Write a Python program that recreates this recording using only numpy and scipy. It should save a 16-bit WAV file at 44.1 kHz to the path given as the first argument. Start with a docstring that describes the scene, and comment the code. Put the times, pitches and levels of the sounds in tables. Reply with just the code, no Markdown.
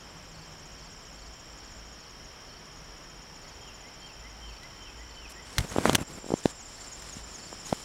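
"""Ground crickets scrape their wings in even runs of arching strokes, in a garden at dusk.
A fast trill and a tree cricket run on over the low murmur of the surroundings; a field cricket
chirps, and a distant bird repeats a two-note whistle. Late on, a hand shifts on the camera:
its case clicks, rubs and thumps right at the single microphone, and the gain ducks."""
import sys
import numpy as np
from scipy import signal
from scipy.fft import rfft, irfft, next_fast_len
from scipy.io import wavfile
from scipy.ndimage import uniform_filter1d, map_coordinates

SR = 44100
rng = np.random.default_rng(int(sys.argv[2]) if len(sys.argv) > 2 else 0)


def output_pcm(signal):
    """Save a mono or channel-first signal as 16-bit PCM at the path in sys.argv[1].

    Samples are clipped to [-1, 1] before scaling.
    """
    pcm = np.clip(np.atleast_2d(signal).T, -1, 1) * 32767
    wavfile.write(sys.argv[1], SR, np.round(pcm).astype(np.int16))


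N = 345744
TIME = np.arange(N) / SR
LEAD_S = .05  # from the start of a short sound's window to its centre


def amp(db):
    """Decibels to gain."""
    return 10 ** (np.asarray(db) / 20)


def unit(x):
    """Scale to rms 1."""
    return x / np.sqrt(np.mean(x ** 2) + 1e-20)


def curves(rows, at=TIME):
    """Interpolate each later column along the first."""
    knots, *columns = np.transpose(rows)
    return [np.interp(at, knots, column) for column in columns]


def wobble(rate):
    """A smooth random curve, rate knots a second."""
    return map_coordinates(rng.standard_normal(int(N * rate / SR) + 4), [TIME * rate])


def filtered(x, response):
    """Shape x with a complex response of frequency."""
    size = next_fast_len(N + SR // 2)
    return irfft(rfft(x, size) * response(np.fft.rfftfreq(size, 1 / SR)), size)[:N]


def resonance(f, hz, width_hz):
    """Complex response of one damped mode."""
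    return 1j * f * width_hz / (hz * hz - f * f + 1j * f * width_hz)


def low_pass(f, hz):
    """Complex response of a two-pole low-pass."""
    return 1 / (1 + np.sqrt(2) * 1j * f / hz - (f / hz) ** 2)


def noise(spectrum):
    """Noise of rms 1 with a spectrum of (Hz, dB) points."""
    hz, db = np.transpose(spectrum)
    white = rng.standard_normal(N)
    return unit(filtered(white, lambda f: amp(np.interp(np.log(f + 1), np.log(hz), db))))


def band(hz, width_hz):
    """Narrow noise of rms 1."""
    return unit(filtered(rng.standard_normal(N), lambda f: 1 / (1 + ((f - hz) / width_hz) ** 4)))


def tone(hz):
    """A sine that follows a pitch curve."""
    return np.sin(2 * np.pi * (np.cumsum(hz) / SR + rng.random()))


def add(out, s, sound):
    """Mix a sound into out from time s on."""
    start = int(round(s * SR))
    part = sound[max(-start, 0):max(N - start, 0)]
    out[max(start, 0):][:len(part)] += part


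def scattered(x, wet_db, t60):
    """A sound plus its diffuse answer from trees and walls."""
    t = TIME[:SR // 2]
    tail = rng.standard_normal(len(t)) * amp(-60 * t / t60)
    return x + amp(wet_db) * signal.fftconvolve(x, tail / np.linalg.norm(tail))[:N]


def wing_stroke(hz, fall, late, half_length_s):
    """One wing closure: the scraper speeds up and slows on the file, so the pitch arches and drops."""
    u = (TIME[:SR // 10] - LEAD_S) / half_length_s
    swell = np.exp(-np.abs(u - late) ** 4.5)
    uneven_teeth = amp(1.5 * map_coordinates(rng.standard_normal(40), [np.linspace(0, 39, len(u))]))
    pitch = hz * (1 - fall * np.clip(u, -1, 3) ** 2)
    return swell * uneven_teeth * (tone(pitch) + amp(-34) * tone(2 * pitch))


# Lone, deeper strokes. Each row: time in seconds, relative level in dB.
LONE_STROKES = [(.011, -52), (2.101, -52), (2.248, -49), (2.765, -52), (3.218, -54), (3.485, -51),
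                (3.756, -54), (4.304, -51), (4.5, -53), (4.825, -52), (4.996, -52), (5.691, -39),
                (6.379, -43), (6.602, -40), (6.922, -38), (7.129, -37.5), (7.348, -37), (7.657, -36.5)]
# Even runs of strokes. Each row: first and last stroke in seconds, strokes a second, pitch in Hz,
# climb over the run in Hz, relative level in dB, swell over the run in dB.
STROKE_RUNS = [(.182, .521, 14.8, 6640, 39, -55, 2), (.589, 1.398, 14.85, 6830, 160, -51.5, 2),
               (1.578, 2.0, 14.2, 6870, -25, -51.5, 2), (2.281, 3.226, 15.9, 7010, 40, -55.5, 6),
               (3.356, 4.2, 15.4, 7130, 158, -52, 0), (4.37, 5.493, 15.1, 7240, 260, -57.5, 15),
               (6.004, 7.822, 13.75, 7300, -26, -44.5, 2), (.048, 1.77, 16.3, 7600, -50, -56, 2),
               (5.644, 6.996, 16.3, 7580, -10, -46.5, 0)]
# Deeper strokes drop further and peak later after the crest of their arch. 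Each row: pitch in Hz,
# fall as a share of the pitch, lateness of the loudest moment in half lengths.
STROKE_ARCH = [(6740, .05, .5), (7200, .04, 0.33), (7620, 0.0228, 0.29)]
# The blur of far singers. Each row: time in seconds, level in dB.
FAR_CHORUS = [(0, -69), (1.5, -65), (2.8, -75), (5.2, -66), (6.2, -58.5), (7.84, -58)]


def ground_crickets():
    """Wings scrape in even runs and lone strokes, over a blur of farther singers."""
    strokes = [(s, 6830, db) for s, db in LONE_STROKES]  # seconds, Hz, dB
    for first, last, rate, hz, climb_hz, db, swell_db in STROKE_RUNS:
        for u in np.linspace(0, 1, round((last - first) * rate) + 1):
            stroke_db = db + swell_db * (u - .5) + rng.normal()
            strokes.append((first + u * (last - first), hz + climb_hz * (u - .5), stroke_db))
    near = np.zeros(N)
    for s, hz, db in strokes:
        fall, late = curves(STROKE_ARCH, at=hz)
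        stroke = wing_stroke(hz + 35 * rng.normal(), fall, late, half_length_s=.0098)
        add(near, s - LEAD_S, amp(db - 1) * stroke)
    far = amp(curves(FAR_CHORUS)[0] + 2.9 * wobble(45)) * band(hz=7150, width_hz=350)
    return scattered(near, wet_db=-12, t60=.08) + far


# Fader moves for the trill. Each row: time in seconds, the near singer's relative level in dB,
# the crowd's level in dB.
TRILL_LEVELS = [(0, -61, -57), (.7, -55.5, -56.5), (5.3, -55.5, -57.5), (6.2, -56, -55.5),
                (7.84, -62, -51.5)]


def trill():
    """A fast wing beat, each stroke sweeping down; others of the kind merge into a shrill band."""
    near_db, crowd_db = curves(TRILL_LEVELS)
    strokes_per_s = 67 + .96 * wobble(2)
    beat = np.cumsum(strokes_per_s) / SR % 1
    drop_hz = 1150 * (beat - .5) + 600 * (beat - .5) ** 2
    sweep = tone(5560 - drop_hz + 25 * wobble(60))
    pulses = np.sin(np.pi * beat) ** 2.5 * amp(.9 * wobble(40))
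    near = scattered(unit(pulses * sweep), wet_db=-12, t60=.1)
    return amp(near_db - 1.5) * near + amp(crowd_db) * band(hz=5378, width_hz=420)


# The tree cricket's drifting note. Each row: time in seconds, level in dB, pitch in Hz.
TREE_CRICKET_SONG = [(0, -67.5, 3180), (3.5, -66.5, 3177), (5.4, -61.5, 3090), (6.3, -74, 3084),
                     (7.84, -60.5, 3150)]


def tree_cricket():
    """Beating wings give a soft, pure, pulsing note among more distant ones."""
    level_db, hz = curves(TREE_CRICKET_SONG)
    strokes_per_s = 36.4 + .2 * wobble(2)
    beat = np.cumsum(strokes_per_s) / SR % 1
    song = unit(np.sin(np.pi * beat) ** 2 * tone(hz - 60 * beat + 5 * wobble(20)))
    far = amp(-64.5) * band(hz=3080, width_hz=260)
    return amp(level_db) * scattered(song, wet_db=-19, t60=.13) + far


# The dark bed of evening air. Each row: frequency in Hz, relative level in dB.
AIR_SPECTRUM = [(15, -23), (28, -3), (80, -10), (160, -12), (220, -14), (500, -16.5), (1000, -17),
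                (1750, -20), (2900, -23.5), (3800, -28), (6300, -30.5), (8400, -38), (11200, -40.5),
                (15500, -48)]
# Swells of a distant drone. Each row: middle and half length in seconds, pitch in Hz, level in dB.
DRONE_SWELLS = [(0.693, 0.62, 159, -59), (1.453, 0.55, 54, -54), (2.95, 0.58, 158.5, -62.5),
                (4.398, .22, 54.3, -51), (5.12, .22, 54.4, -52.5), (7.055, 0.27, 54.6, -52.5)]


def surroundings():
    """The even murmur of the evening air and a low, far drone that swells now and then."""
    air = amp(-49.5 + .23 * wobble(4.45)) * noise(AIR_SPECTRUM)
    drone = amp(-61) * band(hz=50.4, width_hz=6.3)
    for s, half_length, hz, db in DRONE_SWELLS:
        swell = np.exp(-((TIME - s) / half_length) ** 4)
        drone += amp(db) * swell * band(hz, width_hz=.086 * hz)
    return air + drone


# The field cricket's chirps. Each row: middle of the chirp in seconds, relative level in dB.
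CHIRPS = [(.39, -53), (0.83, -56), (1.228, -56), (1.64, -59), (2.033, -58), (2.535, -56), (3.483, -56),
          (4.06, -56), (4.532, -54), (5.15, -54), (5.6, -51), (6.17, -61), (6.815, -54), (7.438, -50)]


def field_cricket():
    """Each chirp is three falling wing strokes, each higher and stronger than the one before."""
    chirps = np.zeros(N)
    spacing_s = .039
    for s, db in CHIRPS:
        for k in (-1, 0, 1):
            stroke = wing_stroke(hz=4570 + 60 * k, fall=.04, late=.5, half_length_s=.0105)
            add(chirps, s - LEAD_S + k * spacing_s - .004, amp(db - 1 + .6 * k) * stroke)
    return scattered(chirps, wet_db=-21, t60=.067) + amp(-75) * band(hz=4640, width_hz=320)


def whistle(hz, edge):
    """A pure note along a pitch curve; edge is the share of its length that each fade takes."""
    u = np.linspace(0, 1, len(hz))
    return np.sin(np.pi / 2 * np.clip(np.minimum(u, 1 - u) / edge, 0, 1)) * tone(hz)


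# The bird's two notes. Each row: start in seconds, opening pitch in Hz, relative level in dB.
RISING_NOTES = [(3.428, 1900, -56), (3.822, 1900, -50.5), (4.222, 1890, -48.5), (4.608, 1860, -47),
                (4.978, 1840, -47.5), (5.354, 1820, -46.5)]
FALLING_NOTES = [(3.604, 3190, -50), (4.009, 3170, -51), (4.409, 3124, -50.5), (4.79, 3110, -48.5),
                 (5.158, 3055, -46.5)]


def bird():
    """A rising whistle alternates with one that holds, then slurs down; both echo in the trees."""
    rising_s, rise_hz_per_s = .066, 4440
    falling_s, hold_s, break_s, slur_hz_per_s = .12, .052, .012, 10800
    calls = np.zeros(N)
    t = TIME[:int(rising_s * SR)]
    for s, hz, db in RISING_NOTES:
        add(calls, s, amp(db) * whistle(hz + rise_hz_per_s * t, edge=.46))
    t = TIME[:int(falling_s * SR)]
    slur_hz = slur_hz_per_s * np.maximum(t - hold_s, 0)
    # the voice breaks as the slur begins and stays softer after it
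    into_break = (t - hold_s) / break_s
    thinning = amp(-np.clip(into_break, 0, 1) - 3 * np.exp(-(into_break - 1) ** 2))
    for s, hz, db in FALLING_NOTES:
        add(calls, s, amp(db) * thinning * whistle(hz - slur_hz, edge=.18))
    flutter = amp(1.6 * wobble(120) - 2)
    return scattered(calls * flutter, wet_db=-4, t60=.7)


# The ring of the camera's plastic case. Each row: pitch in Hz, width in Hz, relative level in dB.
CASE_MODES = [(1570, 280, -7.5), (1880, 290, -3.5), (2100, 49, -2), (3130, 580, -1.5), (4050, 330, -7),
              (5650, 200, -6), (7870, 170, -2.5), (9460, 110, -8), (12000, 620, -20)]


def through_case(cracks):
    """Cracks reach the microphone directly and as a brief ring of the case."""
    def response(f):
        ring = sum(amp(db) * resonance(f, hz, width_hz) for hz, width_hz, db in CASE_MODES)
        treble_cut = low_pass(f, hz=9500) / (1 + 1j * f / 7000)
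        bass_cut = 1j * f / (1100 + 1j * f)
        return amp(5.5) * ring + amp(.5) * treble_cut * bass_cut
    return filtered(cracks, response)


# Creaks of the case. Each row: start in seconds, relative level in dB, seconds to die away by 60 dB.
CASE_CLICKS = [(4.634, -41, 0.0095), (5.5826, -12, 0.0068), (5.5864, -18.5, 0.011), (5.606, -31, 0.016),
               (5.892, -25, 0.0054), (5.931, -18, 0.01), (5.949, -11.5, 0.012), (5.9511, -11, 0.0046),
               (5.9534, -5, 0.0095), (5.957, -24, 0.023), (7.023, -31, 0.0037)]


def case_clicks():
    """The plastic creaks under the hand in tiny, sharp snaps."""
    snaps, t = np.zeros(N), TIME[:SR // 10]
    for s, db, t60 in CASE_CLICKS:
        add(snaps, s, amp(db - 60 * t / t60) * rng.standard_normal(len(t)))
    return through_case(snaps)


# The three colours of rubbing, dark to bright. Each row: frequency in Hz, relative level in dB.
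RUMBLE_SPECTRUM = [(20, -19), (60, 1), (200, 3.5), (450, -4.5), (1000, -9.5), (2100, -15), (2700, -16),
                   (4000, -32), (9000, -49)]
RASP_SPECTRUM = [(400, 0), (1200, 3), (2100, 0.5), (2700, -2), (3900, 0.5), (4700, -0.5), (7500, 0.5),
                 (10000, -6.5), (11300, -13), (12500, -19), (15500, -23)]
FIZZ_SPECTRUM = [(4000, -30), (7500, -3), (10000, 3), (13000, -3), (15500, -13)]
# Slides of the hand. Each row: start and end in seconds, mid-slide levels of rumble, rasp and fizz
# in dB, swell of the pressure over the slide in dB.
HAND_SLIDES = [(5.296, 5.327, -72, -52, -57, -7), (5.453, 5.604, -56, -51.5, -76, 8),
               (5.581, 5.715, -44.5, -49, -57, -6.5), (5.711, 5.878, -36, -44.5, -57, 2),
               (5.851, 5.967, -29.5, -37.5, -50, -1.5), (5.979, 6.033, -32.5, -48, -54, -1),
               (6.076, 6.192, -44, -56.5, -61, -0.5), (6.27, 6.417, -61, -54.5, -80, 2),
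               (6.43, 6.516, -59, -46, -66, -1), (6.682, 6.934, -65, -55.5, -87, 4),
               (6.97, 7.215, -58.5, -54.5, -83, 1.5), (7.263, 7.65, -53.5, -61, -84, -1),
               (7.656, 7.853, -58, -49.5, -62, -5)]


def hand_rubbing():
    """Each slide rumbles through the case, rasps in uneven catches and fizzes at the microphone port."""
    rumble, rasp, fizz = np.zeros((3, N))
    for start, end, rumble_db, rasp_db, fizz_db, swell_db in HAND_SLIDES:
        fade_s = .07 * (end - start)
        contact = (np.tanh((TIME - start) / fade_s) - np.tanh((TIME - end) / fade_s)) / 2
        pressure_db = swell_db * (np.clip((TIME - start) / (end - start), 0, 1) - .5)
        rumble += contact * amp(rumble_db + 2.45 * pressure_db)  # follows the pressure most steeply
        rasp += contact * amp(rasp_db + pressure_db)
        fizz += contact * amp(fizz_db + pressure_db)
    grip_s = 5.78  # from here on the turning hand keeps up a faint rasp
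    rasp += amp(-58) * (1 + np.tanh((TIME - grip_s) / .16)) / 2
    catches = unit(amp(2 * wobble(400) + wobble(35)))
    judder = unit(noise(RUMBLE_SPECTRUM) * amp(3.6 * wobble(120)))
    return rumble * judder + catches * (rasp * noise(RASP_SPECTRUM) + fizz * noise(FIZZ_SPECTRUM))


# Fingers slipping on the case. Each row: time in seconds, relative level in dB, centre of the thump
# in Hz, offset of its crack in dB.
FINGER_SLIPS = [(5.592, -18, 44.3, -36), (5.611, -21.5, 44.5, -26), (5.646, -33, 90, -20),
                (5.7632, -12.5, 397, -28), (5.785, -8.5, 403, -19), (5.8563, -1.5, 605, -20),
                (5.861, -22, 250, -24), (5.888, -24, 190, -28), (5.896, -5, 460, -6.5),
                (5.934, -18.5, 170, -24), (5.942, -22, 198, -28), (5.952, -15, 204, -19),
                (6.015, -23, 198, -24), (6.244, -29, 348, -28), (6.265, -29.5, 299, -28),
                (6.29, -29, 324, -25), (6.3055, -18.5, 326, -32), (6.3198, -19, 320, -34),
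                (6.3222, -19, 277, -34), (6.3396, -9.5, 282, -17.5), (6.4576, -5.5, 288, -12.5),
                (7.169, -34.5, 109, -11), (7.529, -27, 515, -28), (7.7269, -15, 320, -34),
                (7.7282, -9.5, 355.4, -14)]


def finger_thumps():
    """Each slip of the skin pushes the microphone once, shakes the camera's body and cracks briefly."""
    pushes, cracks = np.zeros((2, N))
    t, crack_t60 = TIME[:SR // 10], .006
    for s, db, hz, crack_db in FINGER_SLIPS:
        u = 2 * np.pi * hz * (t - LEAD_S)
        push = 2.4 * u / (1 + u ** 2 / 2) ** 2.91  # pressure builds, flips at the slip and relaxes
        add(pushes, s - LEAD_S, amp(db - 3) * push)
        add(cracks, s, amp(db + crack_db - 60 * t / crack_t60) * rng.standard_normal(len(t)))
    body = filtered(pushes, lambda f: 1 + amp(1) * resonance(f, hz=224, width_hz=240))
    dulled = filtered(cracks, lambda f: low_pass(f, hz=7040))  # skin is softer than plastic
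    return body + through_case(dulled)


def scene():
    """The garden and the hand meet at one microphone, which feeds both channels."""
    garden = ground_crickets() + trill() + tree_cricket() + surroundings() + field_cricket() + bird()
    mono = garden + case_clicks() + hand_rubbing() + finger_thumps()
    return np.array([mono, mono])


def record(dry):
    """The camera ducks its gain after loud knocks and keeps nothing above its band limit."""
    knee_db, duck_db_per_db, lag_s, top_hz = -33, .46, .27, 15800
    power = np.abs(uniform_filter1d(dry[0] ** 2, size=SR // 50))
    over_db = np.maximum(10 * np.log10(power + 1e-12) - knee_db, 0)
    pole = np.exp(-1 / (lag_s * SR))
    gain = amp(-duck_db_per_db * signal.lfilter([1 - pole], [1, -pole], over_db))
    return np.array([filtered(x * gain, lambda f: f < top_hz) for x in dry])


dry = scene()
out = record(dry)
output_pcm(out)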